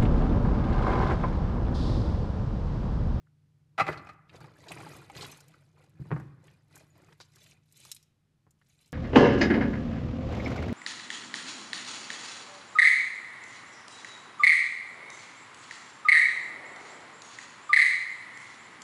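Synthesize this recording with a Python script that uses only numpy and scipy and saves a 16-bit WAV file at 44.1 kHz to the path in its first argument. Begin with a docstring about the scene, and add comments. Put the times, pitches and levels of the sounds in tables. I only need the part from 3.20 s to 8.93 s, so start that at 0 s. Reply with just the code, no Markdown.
"""At a tabletop in a small room with a low, unsteady hum, costume jewellery is sorted, heard by one microphone.
A hard piece clatters down and rings through resonances; dull bumps stir the low modes of the tabletop.
A hand rummages in a heap of chains and beads, then a tangle is lifted and pulled apart, jingling:
showers of damped sines make jingle and scrape, while clacks, snaps and knocks are struck one by one.
The room answers with a tail of noise in which each frequency dies at its own speed."""
import sys
import numpy as np
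from scipy import signal
from scipy.fft import rfft, irfft, next_fast_len
from scipy.io import wavfile
from scipy.ndimage import uniform_filter1d, map_coordinates

SR = 44100
rng = np.random.default_rng(int(sys.argv[2]) if len(sys.argv) > 2 else 0)


def persist_wave(psi):
    """Save psi, clipped to +-1, as 16-bit WAV."""
    counts = np.round(np.clip(psi, -1, 1) * 32767).astype(np.int16)
    wavfile.write(sys.argv[1], SR, np.atleast_2d(counts).T)


N = 252648

# Levels in the tables are relative: each source sets its own gain later.
# tones of the hum before its swell: [f/Hz, level/dB rms]
HUM_TONES = [(96.9, -76), (129.2, -76), (150.7, -72)]
# slow swell of the hum: [t/s, gain/dB]
HUM_SWELL = [(4.2, 5), (5, -3.5)]
# spectrum of the quiet air: [f/Hz, level/dB]
AIR_SPECTRUM = [(25, -27.5), (110, -15.5), (200, -19.5), (550, -36.5), (5000, -46.5), (15000, -55)]
# decay of the room: [f/Hz, time to fall 60 dB/s]
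ROOM_DECAY = [(100, 0.89), (500, 0.6), (1400, 1), (4200, 0.4)]
# what the walls reflect: [f/Hz, level/dB]
WALL_REFLECTION = [(100, -6.5), (2100, -1.5), (3200, -1), (12000, -7.5)]
# treble response of the microphone: [f/Hz, gain/dB]
MIC_RESPONSE = [(12500, -1.5), (14000, -12), (15400, -24.5)]
# low modes of the tabletop: [f/Hz, width/Hz, level/dB]
TABLE_MODES = [(69.5, 36, -12), (135.7, 38.8, 1.5), (168, 44.6, -1.5), (308, 33, -11.5)]
# dull bumps on the table: [t/s, knock level/dB, thump level/dB]
BUMPS = [(0.612, -50, -33.5), (0.689, -15, -37), (2.796, -58, -36), (2.811, -58.5, -37),
         (2.856, -46.5, -45.5), (2.907, -29, -38), (2.9156, -17, -32), (2.923, -25.5, -26),
         (2.964, -28, -34.5), (3.0, -34, -49), (3.598, -59, -63), (3.633, -54, -58.5), (4.003, -37, -60),
         (5.267, -52.5, -60.5)]
# spectrum of a padded knock: [f/Hz, level/dB]
KNOCK_SPECTRUM = [(50, -25), (200, -8.5), (440, 3), (600, -2), (900, 2), (1600, -2.5), (2400, -15),
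                  (3500, -32.5), (12000, -66)]
# spectrum of the boom under a bump: [f/Hz, level/dB]
BOOM_SPECTRUM = [(350, 0.0), (2000, -20.5)]
# the hard piece lands and rocks: [t/s, level/dB]
CLATTER = [(.58, -20.5), (.586, -16), (.598, -11.5), (.607, -11.5), (.614, -27), (.667, -20), (.68, -19.5),
           (.729, -28.5), (.87, -33.5), (.89, -30)]
# resonances of the hard piece: [f/Hz, width/Hz, level/dB]
PIECE_MODES = [(624, 90, -4), (808, 90, 1.5), (1218, 60, 6), (1323, 150, 1), (1630, 74, -11.5),
               (2026, 37, 4), (2250, 140, -8.5), (2553, 80, -5), (4070, 190, -21)]
# spectrum applied to its ringing: [f/Hz, level/dB]
RING_SPECTRUM = [(4200, 3.0), (9000, -9.5)]
# spectrum of its loose parts rattling: [f/Hz, level/dB]
RATTLE_SPECTRUM = [(40, -36.5), (250, -5.0), (2300, -2.5), (3200, -9.5), (5500, -18.0), (13000, -36.5)]
# the heap knocks against its container: [t/s, level/dB]
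TAPS = [(1.243, -41), (1.605, -40), (1.665, -34.5), (1.899, -35), (2.025, -39)]
# resonances of the container: [f/Hz, width/Hz, level/dB]
CONTAINER_MODES = [(805, 52, 2), (1290, 120, -15), (2210, 260, -14.5)]
# a free ring sings briefly: [t/s, level/dB, f/Hz]
RINGS = [(2.117, -48, 6170), (3.703, -64.5, 6920)]
# beads and pendants clack together: [t/s, level/dB, f/Hz]
BEADS = [(0.069, -57, 1470), (0.775, -36.5, 4180), (1.095, -40.5, 2370), (1.485, -29.5, 3860),
         (1.517, -27.5, 2460), (1.572, -35, 2350), (1.61, -39, 2350), (1.951, -36, 2450),
         (1.971, -30, 4250), (2.01, -27, 4080), (2.023, -26.5, 4230), (2.046, -29.5, 3260),
         (2.341, -40, 1368), (2.963, -39, 1310), (3.281, -45, 2200), (3.566, -39, 1240), (3.887, -48, 1050),
         (3.923, -43, 1740), (4.002, -37, 4440), (4.01, -35, 4750), (4.166, -48, 1660), (4.264, -47, 2520),
         (4.652, -41.5, 1244), (5.415, -50.5, 1760)]
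# metal links and rings snap together: [t/s, level/dB, f/Hz]
LINKS = [(1.204, -46, 4480), (1.518, -31.5, 8300), (1.765, -38.5, 9450), (2.114, -40, 6330),
         (2.173, -44, 6550), (2.204, -39, 5430), (2.281, -45.5, 7200), (2.998, -52, 7010),
         (3.269, -51, 6660), (3.556, -36.5, 7080), (3.576, -41.5, 7640), (4.158, -42.5, 5820),
         (4.239, -44.5, 4230), (4.523, -42.5, 8080), (4.571, -41, 7760), (4.65, -36.5, 6200),
         (4.715, -20, 5440), (4.7466, -34, 8930), (4.7634, -35.5, 4200), (4.827, -46.5, 5700),
         (5.307, -50, 7130), (5.659, -50, 5840), (5.721, -46, 5500)]
# pushes over the table or through the fingers: [t/s, hold/s, settling/s, scrape level/dB, jingle level/dB]
DRAGS = [(0.696, 0.011, 0.11, -38.5, -57.5), (0.846, 0.088, 0.033, -64, -74.5),
         (1.156, 0.012, 0.032, -50.5, -64.5), (1.219, 0.012, 0.2, -52, -67.5),
         (1.389, 0.37, 0.15, -58, -65.5), (1.514, 0.24, 0.25, -50, -59.5), (1.974, 0.062, 0.2, -47, -51.5),
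         (2.076, 0.073, 0.095, -62, -63.5), (2.292, 0.015, 0.35, -65.5, -70),
         (2.586, 0.045, 0.17, -63.5, -73.5), (2.81, 0.17, 0.35, -63, -77), (3.244, 0.064, 0.17, -65, -74),
         (3.538, 0.068, 0.13, -60.5, -66), (3.762, 0.17, 0.046, -63.5, -73),
         (4.138, 0.23, 0.059, -71.5, -80)]
# the lifted tangle is shaken in the air: [t/s, hold/s, jingle level/dB]
SHAKES = [(4.045, 0.0079, -68.5), (4.188, 0.13, -63), (4.627, 0.068, -55.5), (5.506, 0.021, -70.5),
          (5.618, 0.055, -67)]
# the jolted tabletop trembles on: [t/s, level/dB]
TREMORS = [(.8, -47), (1.22, -54), (1.62, -52), (1.991, -49.5), (2.98, -38.5)]
# spectrum of jingling chains: [f/Hz, level/dB]
CHAIN_SPECTRUM = [(500, -27), (1500, -1.5), (2500, 3), (4000, 1), (7000, 0), (12500, -5.5)]
# spectrum of scraping pieces: [f/Hz, level/dB]
DRAG_SPECTRUM = [(60, -26), (240, -1), (350, 5), (800, -0.5), (1700, -4.5), (2700, -18.5), (9000, -42.5)]
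# resonances of beads rolling in the heap: [f/Hz, width/Hz, level/dB]
HEAP_MODES = [(1970, 170, 4.5), (2461, 110, 8), (4960, 4200, -4)]

TOP_HZ = 15400  # band limit
REBOUNDS_PER_S, REBOUND_DB = 500, 1  # how fast and how unevenly a contact chatters
DAMPING_DB_PER_S = 43.5  # the hard piece rings less as it settles
THUMP_DB = -28  # push of each of its contacts on the tabletop, relative to the contact
RATTLE_S, RATTLE_GROWS = 0.017, 1  # bead rattle time at 1 kHz; it grows by this power of pitch
DRAG_RISE_S = 0.067  # time for a push to swell by 20 dB
SHAKE_RISE_S, SHAKE_SETTLE_S = 0.14, 0.055  # times to swell and to die by 20 dB
TREMOR_RISE_S, TREMOR_SETTLE_S = 0.2, 0.2  # times to swell and to die by 20 dB
RUB_DB = -13.5  # drag of a shaken tangle in the fingers, relative to its jingle
FIRM_DB = -53  # drag level of a firm scrape
RUMBLE_DB, RUMBLE_GROWS = -55, 0.77  # rumble under a firm scrape; dB more for each dB of drag
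SPARSE_DB = -72  # well below this jingle level the links are heard one by one


def amp(db):
    """Decibels to amplitude."""
    return 10 ** (np.asarray(db) / 20)


def unit(x):
    """Scale to rms 1."""
    return x / np.sqrt(np.mean(x ** 2) + 1e-20)


def along(points, hz):
    """Read (Hz, value) points on a log frequency axis."""
    f, values = np.transpose(points)
    return np.interp(np.log(hz + 1), np.log(f + 1), values)


def add(track, s, sound):
    """Mix a sound in at time s."""
    part = track[max(round(s * SR), 0):][:len(sound)]
    part += sound[:len(part)]


def wobble(rate):
    """A smooth random curve, rate knots a second."""
    knots = rng.standard_normal(int(N * rate / SR) + 4)
    return map_coordinates(knots, [np.arange(N) * rate / SR])


def coloured(x, db_of_hz):
    """Causal (minimum-phase) filter with the given dB curve."""
    m = 2 * next_fast_len(len(x) // 2 + 2048)
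    gain = amp(db_of_hz(np.fft.rfftfreq(m, 1 / SR)))
    # folding the cepstrum onto positive time gives the minimum phase
    cepstrum = irfft(np.log(gain + 1e-6), m)
    cepstrum[1:m // 2] *= 2
    cepstrum[m // 2 + 1:] = 0
    return irfft(rfft(x, m) * np.exp(rfft(cepstrum)), m)[:len(x)]


def shaped(x, spectrum):
    """Colour a sound by a table of (Hz, dB) points."""
    return coloured(x, lambda hz: along(spectrum, hz))


def resonate(x, modes):
    """Pass x through a body's resonances, alternating in sign."""
    m = next_fast_len(len(x) + SR // 4)
    f = np.fft.rfftfreq(m, 1 / SR)
    body = 0
    for k, (hz, width, db) in enumerate(modes):
        peak = 1j * f * width / (hz * hz - f * f + 1j * f * width)
        body = body + (-1) ** k * amp(db) * peak
    return irfft(rfft(x, m) * body, m)[:len(x)]


def struck(force, modes, detune, vary_db):
    """A body hit at a new spot: each mode is a little shifted, and stronger or weaker."""
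    varied = []
    for hz, width, db in modes:
        varied.append((hz * np.exp(detune * rng.normal()), width, db + vary_db * rng.normal()))
    return resonate(force, varied)


def contact(chatter, t60, size=6000):
    """A sharp touch and the dying chatter of tiny rebounds that follows it; energy 1."""
    t = np.arange(size) / SR
    unevenness = np.interp(t * REBOUNDS_PER_S, np.arange(size), rng.standard_normal(size))
    rebounds = amp(REBOUND_DB * unevenness) * rng.standard_normal(size)
    tail = rebounds * amp(-60 * t / max(t60, .002)) * (1 - np.exp(-t / 0.002))
    force = chatter * tail / np.linalg.norm(tail)
    force[0] = 1
    return force / np.linalg.norm(force)


def click(force, centre_hz, below_db, above_db):
    """A small object's answer, falling by so many dB an octave on either side of its pitch; energy 1."""
    def slope(hz):
        octaves = np.log2((hz + 1) / centre_hz)
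        return np.maximum(np.minimum(below_db * octaves, -above_db * octaves), -50)
    sound = coloured(force, slope)
    return sound / np.linalg.norm(sound)


def clink(force, hz, q, scatter, others_db, count=4):
    """A small piece rings at its pitch, and its neighbours more weakly around it; energy 1."""
    neighbours = hz * np.exp(scatter * rng.standard_normal(count))
    others = [(f, f / q, others_db) for f in neighbours]
    ring = resonate(force, [(hz, hz / q, 0)] + others)
    return ring / np.linalg.norm(ring)


def grains(rate, low_hz, high_hz, cycles, spread_db, size=300):
    """Many tiny collisions, each a damped sine of its own pitch and strength; rms 1."""
    draw = rng.random((int(rate * N / SR), 3))
    hz = low_hz * (high_hz / low_hz) ** draw[:, 1:2]
    turns = hz * np.arange(size) / SR
    strength = amp(-spread_db * np.log(np.maximum(draw[:, 2:], .01))) * hz
    waves = strength * np.sin(2 * np.pi * turns) * np.exp(-turns / cycles)
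    where = (draw[:, :1] * N).astype(int) + np.arange(size)
    return unit(np.bincount(where.ravel(), waves.ravel(), N)[:N])


def clumped(x, depth_db):
    """Pieces of different size move in turn, so the colour shifts every few hundredths of a second; rms 1."""
    z = signal.stft(x, nperseg=256)[2]
    across_pitch = uniform_filter1d(rng.standard_normal(z.shape), size=7, axis=0)
    field = uniform_filter1d(across_pitch, size=6, axis=1)
    return unit(signal.istft(z * amp(depth_db * unit(field)), nperseg=256)[1][:N])


def stroke(s, hold_s, rise_s, settle_s):
    """Gain of one movement: it swells until s, holds, and settles; 20 dB per rise or settling time."""
    t = np.arange(N) / SR - s
    return amp(-20 * (np.maximum(-t, 0) / rise_s + np.maximum(t - hold_s, 0) / settle_s))


def hum():
    """A machine hums in the quiet air: tones waver in level and phase over shaped noise."""
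    t = np.arange(N) / SR
    tones = np.zeros(N)
    for hz, db in HUM_TONES:
        level = amp(db + 0.4 * wobble(0.88)) * np.sqrt(2)
        tones += level * np.sin(2 * np.pi * hz * t + 0.9 * wobble(17.0))
    swell = amp(np.interp(t, *np.transpose(HUM_SWELL)))
    air = unit(shaped(rng.standard_normal(N), AIR_SPECTRUM))
    return swell * tones + amp(-72.5) * air


def room(x):
    """Each frequency of the room's answer, a noise tail, dies at its own speed."""
    hz, t, z = signal.stft(rng.standard_normal(SR), SR, nperseg=256)
    decay = amp(-60 * t / along(ROOM_DECAY, hz)[:, None])
    tail = signal.istft(z * decay, SR, nperseg=256)[1]
    tail = shaped(tail / np.linalg.norm(tail), WALL_REFLECTION)
    delayed = np.pad(tail, (SR // 150, 0))  # the answer starts 1/150 s late
    return signal.fftconvolve(x, delayed)[:N]


def bumps():
    """Padded blows: a dull knock, and the tabletop booms in its low modes."""
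    knocks, pushes = np.zeros((2, N))
    for s, knock_db, thump_db in BUMPS:
        add(knocks, s, amp(knock_db) * contact(chatter=1.0, t60=0.074))
        add(pushes, s, amp(thump_db) * contact(chatter=0.58, t60=0.18))
    boom = shaped(resonate(pushes, TABLE_MODES), BOOM_SPECTRUM)
    return amp(24.5) * shaped(knocks, KNOCK_SPECTRUM) + amp(54.5) * boom


def clatter():
    """Each contact rings the piece, rattles its loose parts, and pushes the tabletop; lying flat damps the ring."""
    blows, rattles, pushes = np.zeros((3, N))
    for s, db in CLATTER:
        damping_db = min(DAMPING_DB_PER_S * (s - CLATTER[0][0]), 10)
        blow = struck(contact(chatter=0.98, t60=0.052), PIECE_MODES, detune=0.014, vary_db=2)
        add(blows, s, amp(db - damping_db) * blow)
        add(rattles, s - .002, amp(db) * contact(chatter=15.0, t60=0.08))
        add(pushes, s, amp(db + THUMP_DB) * contact(chatter=0.074, t60=.05))
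    # the rattling parts set the piece ringing too
    ring = shaped(blows + .5 * resonate(rattles, PIECE_MODES), RING_SPECTRUM)
    rattle = shaped(rattles, RATTLE_SPECTRUM)
    return amp(28.5) * ring + amp(20) * rattle + amp(41.5) * resonate(pushes, TABLE_MODES)


def taps():
    """Pieces in the heap knock against their container, which answers with a hollow note."""
    out = np.zeros(N)
    for s, db in TAPS:
        knock = struck(contact(chatter=1.3, t60=.035), CONTAINER_MODES, detune=.02, vary_db=2)
        add(out, s, amp(db + 17.5) * knock / np.linalg.norm(knock))
    return out


def rings():
    """A ring that hangs free keeps one thin tone, falling 60 dB in 0.11 s."""
    out, t = np.zeros(N), np.arange(SR // 4) / SR
    for s, db, hz in RINGS:
        add(out, s, amp(db - 60 * t / 0.11) * np.sin(2 * np.pi * hz * t))
    return out


def beads():
    """Strung beads clack in short rattles; each clack rings a cluster of damped modes around its pitch."""
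    out = np.zeros(N)
    for s, db, hz in BEADS:
        rattle_s = RATTLE_S * (hz / 1000) ** RATTLE_GROWS
        force = contact(chatter=1.7, t60=rattle_s)
        ring = clink(force, hz, q=hz / 110, scatter=.3, others_db=-2, count=7)
        add(out, s, amp(db + 10) * (click(force, hz, below_db=8.5, above_db=20) + 0.64 * ring))
    return out


def links():
    """Metal on metal: a hard tick with a short bright chatter and a thin ring."""
    out = np.zeros(N)
    for s, db, hz in LINKS:
        force = contact(chatter=1.1, t60=.035)
        ring = clink(force, hz, q=36, scatter=.3, others_db=-4, count=6)
        tick = click(force, hz, below_db=9.5, above_db=5.5)
        add(out, s + 0.0014, amp(db + 9.5) * (tick + 0.38 * ring))
    return out


def movements():
    """How strongly the chains jingle, the pieces scrape and the tabletop rumbles; powers add up."""
    jingle, drag, rumble = np.zeros((3, N))
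    for s, hold_s, settle_s, scrape_db, jingle_db in DRAGS:
        push = stroke(s, hold_s, DRAG_RISE_S, settle_s)
        jingle = np.hypot(jingle, amp(jingle_db) * push)
        drag = np.hypot(drag, amp(scrape_db) * push)
    for s, hold_s, db in SHAKES:
        shake = amp(db) * stroke(s, hold_s, SHAKE_RISE_S, SHAKE_SETTLE_S)
        jingle = np.hypot(jingle, shake)
        drag = np.hypot(drag, amp(RUB_DB) * shake)
    for s, db in TREMORS:
        rumble = np.hypot(rumble, amp(db) * stroke(s, 0, TREMOR_RISE_S, TREMOR_SETTLE_S))
    scrape_rumble = amp(RUMBLE_DB) * (drag / amp(FIRM_DB)) ** RUMBLE_GROWS
    return jingle, drag, np.hypot(rumble, scrape_rumble)


def chains(jingle):
    """Moving links shower tiny clicks, each setting its neighbours chattering; the finest merge into a hiss."""
    ticks = grains(rate=1300, low_hz=2380, high_hz=15400, cycles=2, spread_db=5)
    tinkles = grains(rate=1200, low_hz=2325, high_hz=12840, cycles=50, spread_db=4.3, size=700)
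    singles = grains(rate=200, low_hz=2400, high_hz=13000, cycles=2, spread_db=3.5)
    # a light touch drops single links, a firm one a whole shower
    crowd = jingle / (jingle + amp(SPARSE_DB))
    falling = np.sqrt(crowd) * (ticks + .6 * tinkles) + np.sqrt(1 - crowd) * singles
    clicks = signal.fftconvolve(falling, contact(chatter=0.7, t60=.02))[:N]
    hiss = 0.47 * rng.standard_normal(N)
    chain = clumped(shaped(clicks + hiss, CHAIN_SPECTRUM), depth_db=1.5)
    showers = unit(amp(2.3 * wobble(130)))
    return jingle * chain * showers


def scraping(drag):
    """Dragged pieces catch and slip: dull grains and noise, unsteady in level."""
    scrape = grains(rate=1600, low_hz=250, high_hz=5000, cycles=6, spread_db=4, size=1100)
    scrape = shaped(scrape + .3 * rng.standard_normal(N), DRAG_SPECTRUM)
    return drag * unit(scrape * amp(2 * wobble(70)))


def rolling_beads(jingle, drag):
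    """Beads roll in the heap only where pieces both jingle and drag; the heap resonates."""
    pebbly = grains(rate=1500, low_hz=1900, high_hz=5200, cycles=16, spread_db=3.8, size=900)
    return np.sqrt(jingle * drag) * unit(resonate(pebbly, HEAP_MODES))


def handling():
    """The hand's movements drive chains, scraping and rolling beads, and stir the table's low modes."""
    jingle, drag, rumble = movements()
    boom = unit(resonate(rng.standard_normal(N), TABLE_MODES))
    pieces = chains(jingle) + amp(-1) * scraping(drag) + amp(-4.5) * rolling_beads(jingle, drag)
    return pieces + rumble * boom


def scene():
    """The jewellery direct, the room's answer to it, and the hum."""
    direct = bumps() + clatter() + taps() + rings() + beads() + links() + handling()
    return (direct + amp(-14.5) * room(direct) + hum())[None]


def record(dry):
    """The microphone dulls the highest treble; nothing passes the band limit."""
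    x = shaped(dry[0], MIC_RESPONSE)
    m = next_fast_len(N + SR // 4)
    passed = np.fft.rfftfreq(m, 1 / SR) < TOP_HZ
    return irfft(rfft(x, m) * passed, m)[None, :N]


dry = scene()
out = record(dry)
persist_wave(out)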